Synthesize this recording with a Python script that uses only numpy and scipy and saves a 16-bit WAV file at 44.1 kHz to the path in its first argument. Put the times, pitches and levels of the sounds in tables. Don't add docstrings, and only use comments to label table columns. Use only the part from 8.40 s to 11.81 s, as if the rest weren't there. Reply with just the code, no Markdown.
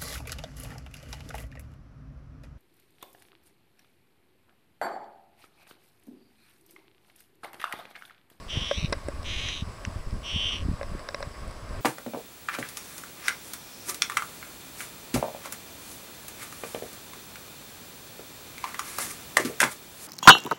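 import sys
import numpy as np
from scipy import signal
from scipy.fft import rfft, irfft, next_fast_len
from scipy.io import wavfile
from scipy.ndimage import uniform_filter1d, map_coordinates

SR = 44100
rng = np.random.default_rng(int(sys.argv[2]) if len(sys.argv) > 2 else 0)


def wrap_up_sound(samples):
    columns = np.atleast_2d(samples).T
    tamed = np.clip(columns, -1, 1)
    steps = np.round(tamed * 32767).astype(np.int16)
    wavfile.write(sys.argv[1], SR, steps)


def nominal_scale(level):
    x = np.asarray(level, float) / 20
    return 10 ** x


N = 150381

# [t/s, level/dB]
WATER_LEVEL = [(0.0, -50.5), (0.94, -52), (3.41, -50.5)]
# [f/Hz, level/dB]
WATER_SPECTRUM = [(100, -3), (300, -5.5), (800, -11), (2000, -11), (3300, -18.5), (6500, -25),
                  (10500, -27.5), (11500, -31.5), (15600, -34.5)]
# [f/Hz, width/Hz, level/dB]
PORT_MODES = [(605, 188, 9), (1101, 357, 10), (1580, 52, 5), (5040, 1180, 9), (7910, 540, 9.5),
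              (9770, 870, 5.5), (12700, 120, -9)]
# [f/Hz, level/dB]
WHINE_LINES = [(1102.5, -57), (7717.5, -73), (9922.5, -77)]

# [t/s, level/dB]
WIND_STRENGTH = [(0, -43.5), (.15, -39), (.45, -35.5), (.6, -43.5), (.78, -34.5), (1.4, -41.5),
                 (1.55, -33.5), (1.85, -40), (2.3, -35.5), (2.62, -44.5), (2.82, -39), (3.0, -40.5),
                 (3.41, -37)]
# [f/Hz, density/dB per Hz]
RUMBLE_SPECTRUM = [(8.8, -8), (15, 3), (42, -3.5), (87, -4), (117, -12.5), (500, -28), (650, -36),
                   (1100, -120)]
# [t/s, level/dB, f/Hz]
LOW_PUSHES = [(0.094, -58, 50.6), (0.177, -22.5, 93), (0.223, -25, 64), (0.315, -37, 235),
              (0.382, -24.5, 59.5), (0.447, -19, 125), (0.526, -26.5, 312), (0.686, -27, 308),
              (0.745, -29.5, 57.7), (0.801, -29, 65), (0.994, -30, 79), (1.06, -27.5, 75.5),
              (1.112, -38, 57.7), (1.228, -22.5, 102), (1.277, -29, 76), (2.33, -32, 232), (1.48, -22, 86),
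              (1.51, -44, 43.3), (1.534, -36, 91), (1.565, -24, 81), (1.646, -43, 71), (1.732, -24.5, 85),
              (1.964, -26.5, 84), (2.259, -21.5, 71.6), (2.295, -19.5, 62), (2.337, -26.5, 92),
              (2.52, -28.5, 70.6), (2.557, -34, 178), (2.874, -31, 77.5), (3.233, -36, 83),
              (0.172, -25, 228),
    (0.432, -23.5, 110),
    (0.6862, -25.5, 400),
    (2.286, -21, 238),
    (2.315, -24, 152),
    (2.552, -28.5, 314),
]

# [t/s, peak/dB, hollow/dB, bright/dB, fizz/dB]
HOUSING_KNOCKS = [(0.0004, -48.5, -29, 1, -16), (0.3121, -15.5, -5.5, -22, -40), (0.497, -49, 7, 4, -4),
                  (0.5246, -26, -0.5, -16, -11), (0.5272, -13.5, -33, -10.5, -29),
                  (0.5292, -17, -11, -12.5, -49), (0.5336, -20, -11.5, -13, -40),
                  (0.6851, -26.5, -2, -18, -14), (0.8303, -39, -4.5, -3.5, -14),
                  (1.708, -50.5, -17, 4, -11), (2.4121, -26.5, -1.5, -32, -38), (2.4303, -25, -7, -14, -30),
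                  (2.5936, -29.5, -14.5, -15, -28), (2.6882, -20, -16, -10, -34),
                  (2.7072, -46, -2, -2, -15), (2.7454, -16.5, -11, -12.5, -37),
                  (2.8056, -41.5, 12, -10, -5.5), (2.827, -21, -14, -12.5, -42),
                  (2.832, -31, -26, -16, -26), (3.078, -48, 0, -10, -0.5), (3.111, -44, 0, -4, -3.5),
                  (3.292, -52.5, -12, 8, -18)]
# [f/Hz, width/Hz, level/dB]
HOLLOW_MODES = [(567.4, 54.5, 14.5)]
SHELL_MODES = [(1054,150,3.5),(1640,88,5),(2033,163,2.5),(2610,156,-10)]
BRIGHT_MODES = [(3780,430,-3.5),(5140,320,0),(5520,275,-0.5)]
FIZZ_MODES = [(7930, 440, 0.82), (9170, 640, -0.69)]
GROUP_LIFT_DB = [10.34, 1.3, 10.4, 9.1]
GROUP_DULL_HZ = [2550, 4560, 6500, 10800]
# [t/s, peak/dB]
TICKS = [
    (1.0869, -15),
    (1.4508, -15.5),
]
# [f/Hz, width/Hz, level/dB]
TICK_MODES = [(1660, 370, 3), (2770, 270, 6), (4100, 140, -6.5), (5870, 340, 2.5)]

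# [t/s, pulse rate/Hz, level/dB, gape/0-1, upper resonance f/Hz, upper level/dB]
CALLS = [
    [(.078,258,-55,0,5800,-14),(.1,268,-36.5,0,5850,-10.5),(.15,289,-34.5,0,5850,-11.5),(.26,285,-34,0.06,5740,-11.5),
     (.34,269,-35,.25,5780,-9),(.39,278,-37,1,5750,-6),(.46,223,-39,0.9,5670,-11),(.49,190,-64,1,5700,-17)],
    [(.84,218,-49,0,5850,-10),(.86,224,-40,0,5900,-9),(.9,291,-35,0.1,5900,-12.5),(.97,310,-34,0,5920,-13.5),
     (1.1,313,-34,0.18,5900,-12.5),(1.16,260,-37,0.6,5950,-10),(1.21,226,-42,1,5750,-11),(1.24,180,-62,1,5850,-8)],
    [(1.826,250,-52,0,5700,-14),(1.85,277,-40,0.4,5650,-10),(1.88,272,-35.5,0.22,5630,-12),(1.96,285,-30.5,0.73,5600,-17.5),(2.06,277,-29,0.84,5750,-17.5),
     (2.13,300,-32.5,0.5,5700,-15),(2.17,256,-37.5,0,5650,-15),(2.21,150,-46.5,0,5650,-13),(2.236,170,-59,0,5700,-16)],
]
# [f/Hz, width/Hz, level/dB]
NARROW_THROAT = [
    [(2180,1640,-11),(3113,1280,1.5),(4880,3700,-19.5)],
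    [(2330,1110,-3.5),(3210,700,-1),(3890,570,-5.5),(5130,450,-15),(6650,980,-19.5)],
    [(2360,1900,-17),(3020,1600,-4),(4170,1600,-21)],
]
# [f/Hz, width/Hz, level/dB]
GAPING_THROAT = [
    [(2630,1450,-1),(3840,1100,-3),(4900,2500,-31)],
    [(2470,2000,-16),(3000,860,0),(3780,460,2.5),(5130,400,-22),(6500,580,-17)],
    [(2450,2200,-18),(3130,1090,1.5),(4280,1800,-27)],
]
# [f/Hz, width/Hz, level/dB]
TOP_MODES = [(9800,1800,-32),(9800,1400,-29),(8400,1700,-37)]
UPPER_MODE_WIDTH_HZ = [1070, 640, 1240]
THROAT_ORDER = [4, 2, 5]
TIMING_SCATTER = [.035, .025, .025]
BREATH_SHARE = [.09, .06, .025]
# early, weak, smeared pulse [t/s]
TRIPS = [.118,.155,.2,.24,0.251,.305,.326,.356,0.366,0.391,.403,0.435,.443,0.93,0.956,0.971,1.011,1.033,1.058,1.112,
         1.157,1.183,1.877,1.892,1.924,1.943,1.982,1.991,2.015,2.037,2.05,2.08,2.113,2.148,2.176]


def unit(x):
    return x / np.sqrt(np.mean(x ** 2) + 1e-20)


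def along(points, hz):
    f, v = np.transpose(points)
    return np.interp(np.log(hz + 1), np.log(f + 1), v)


def curves(rows):
    s, *cols = np.transpose(rows)
    return [np.interp(np.arange(N) / SR, s, c) for c in cols]


def wobble(rate_hz):
    knots = rng.standard_normal(int(N * rate_hz / SR) + 9)
    return map_coordinates(knots, [np.arange(N) * rate_hz / SR])


def filtered(x, gain):
    m = next_fast_len(N + 8192)
    return irfft(rfft(x, m) * gain(np.fft.rfftfreq(m, 1 / SR)), m)[..., :N]


def response(f, modes, order):
    total = 0
    for k, (c, w, db) in enumerate(modes):
        mode = 1j * f * w / (c * c - f * f + 1j * f * w + 1e-9)
        total = total + (-1) ** k * nominal_scale(db) * mode ** order
    return total


def ringing(x, modes):
    return filtered(x, lambda f: response(f, modes, order=1))


def dulled(x, hz):
    return signal.sosfilt(signal.butter(4, hz, fs=SR, output="sos"), x)


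def water():
    level_db, = curves(WATER_LEVEL)
    mean_db = level_db.mean()
    z = signal.stft(rng.standard_normal(N), nperseg=512)[2]
    patches = rng.standard_normal(z.shape)
    patches = uniform_filter1d(uniform_filter1d(patches, 8, 0), 8, 1)
    noise = signal.istft(z * nominal_scale(0.94 * unit(patches)), nperseg=512)[1][:N]

    def colour(f):
        port_db = sum(db / (1 + (2 * (f - c) / w) ** 2) for c, w, db in PORT_MODES)
        return nominal_scale(along(WATER_SPECTRUM, f) + port_db) * (f > 90)

    hiss = unit(filtered(noise, colour))
    body = filtered(hiss, lambda f: 1 / (1 + (f / 3000) ** 4))
    treble = hiss - body
    swing_db = level_db - mean_db + 1.2 * wobble(11)
    return nominal_scale(mean_db + 5) * (body * nominal_scale(swing_db) + treble * nominal_scale(0.26 * swing_db))


def whine():
    t = np.arange(N) / SR
    return sum(nominal_scale(db + 1) * np.sin(2 * np.pi * hz * t) for hz, db in WHINE_LINES)


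def wind():
    PUFF_CYCLES, PUFF_DB, RAG_DB = 0.5, 1, -11
    t = np.arange(N) / SR
    strength_db, = curves(WIND_STRENGTH)
    noise = rng.standard_normal((2, N))
    rumble = unit(filtered(noise[0], lambda f: nominal_scale(along(RUMBLE_SPECTRUM, f))))
    out = nominal_scale(strength_db - 1 + 2.8 * wobble(11.97) + 3.8 * wobble(29.93)) * rumble
    rag = unit(filtered(noise[1], lambda f: f / 200 / (1 + (f / 200) ** 5.6)))
    for s, db, hz in LOW_PUSHES:
        near = slice(max(int((s - .06) * SR), 0), int((s + .06) * SR))
        cycles = (t[near] - s) * hz
        push = np.cos(2 * np.pi * cycles + rng.uniform(0, 2 * np.pi)) + nominal_scale(RAG_DB) * rag[near]
        out[near] += nominal_scale(db + PUFF_DB) * np.exp(-(cycles / PUFF_CYCLES) ** 2) * push
    return out


def contacts(times_s, levels_db, contact_s=0.0008):
    x, t = np.zeros(N + 512), np.arange(256) / SR
    for s, db in zip(times_s, levels_db):
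        grit = rng.standard_normal(256) * t / contact_s * np.exp(-t / contact_s)
        blow = grit + 7 * (t == 0)
        x[round(s * SR):][:256] += nominal_scale(db) * blow / np.linalg.norm(blow)
    return x[:N]


def housing():
    s, peak_db, hollow_db, bright_db, fizz_db = np.transpose(HOUSING_KNOCKS)
    groups = [HOLLOW_MODES, SHELL_MODES, BRIGHT_MODES, FIZZ_MODES]
    spot_db = [hollow_db, 0 * s, bright_db, fizz_db]
    out = np.zeros(N)
    for modes, extra_db, lift_db, hz in zip(groups, spot_db, GROUP_LIFT_DB, GROUP_DULL_HZ):
        blows = contacts(s, peak_db + extra_db + lift_db + 22)
        out += dulled(ringing(blows, modes), hz)
    ticks = ringing(contacts(*np.transpose(TICKS)), TICK_MODES)
    return out + dulled(ticks, 7100) * nominal_scale(16.5)


def terns():
    TRIP_S, TRIP_RUSH, TRIP_DB, TRIP_AIR = .003, .3, -3.5, .42
    DRIFT, SIZE_DB, FALTER = .025, .7, 2.5
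    out, t, size = np.zeros(N), np.arange(N) / SR, 512
    f, after_s = np.fft.rfftfreq(size, 1 / SR), t[:size]
    trip = np.clip(sum(np.exp(-((t - s) / TRIP_S) ** 2) for s in TRIPS), 0, 1)
    for k, rows in enumerate(CALLS):
        rate_hz, level_db, gape, upper_hz, upper_db = curves(rows)
        on = (t > rows[0][0]) & (t < rows[-1][0])
        cycle = np.cumsum(rate_hz * (1 + DRIFT * wobble(35) + TRIP_RUSH * trip) * on) / SR
        beats = np.arange(1, int(cycle[-1]))
        late = 1 + FALTER * (beats / len(beats)) ** 4
        timing, strength = rng.standard_normal((2, len(beats)))
        at = np.interp(beats + TIMING_SCATTER[k] * late * timing, cycle, np.arange(N)).astype(int)

        share = BREATH_SHARE[k] * nominal_scale(3.1 * wobble(37.2)[at]) * late + TRIP_AIR * trip[at]
        share = np.clip(share, 0, .95)[:, None]
        decay = np.exp(-after_s * (500 - 280 * trip[at, None])) * (after_s < .007)
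        air = rng.standard_normal((len(beats), size)) * decay
        air /= np.linalg.norm(air, axis=1)[:, None]
        source = np.sqrt(1 - share) * (after_s == 0) + np.sqrt(share) * air

        throat = []
        for narrow, gaping in zip(NARROW_THROAT[k], GAPING_THROAT[k]):
            throat.append([a + (b - a) * gape[at, None] for a, b in zip(narrow, gaping)])
        throat.append([upper_hz[at, None], UPPER_MODE_WIDTH_HZ[k], upper_db[at, None]])
        gain = response(f, throat, order=THROAT_ORDER[k]) + response(f, [TOP_MODES[k]], order=3)
        gain = gain / np.sqrt(np.mean(np.abs(gain) ** 2, axis=1))[:, None]

        push_db = level_db[at] + SIZE_DB * late * strength + TRIP_DB * trip[at]
        push = nominal_scale(push_db) * np.sqrt(SR / rate_hz[at])
        rings = push[:, None] * irfft(rfft(source) * gain, size)
        places = at[:, None] + np.arange(size)
        out += np.bincount(places.ravel(), rings.ravel(), N)[:N]
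    return out


def scene():
    return (water() + whine() + wind() + housing() + terns())[None]


def roll_off(x):
    return signal.sosfilt(signal.butter(12, 15780, fs=SR, output="sos"), x)


def record(dry):
    mix = filtered(dry, lambda hz: hz < 15700)
    return roll_off(mix)


dry = scene()
out = record(dry)
wrap_up_sound(out)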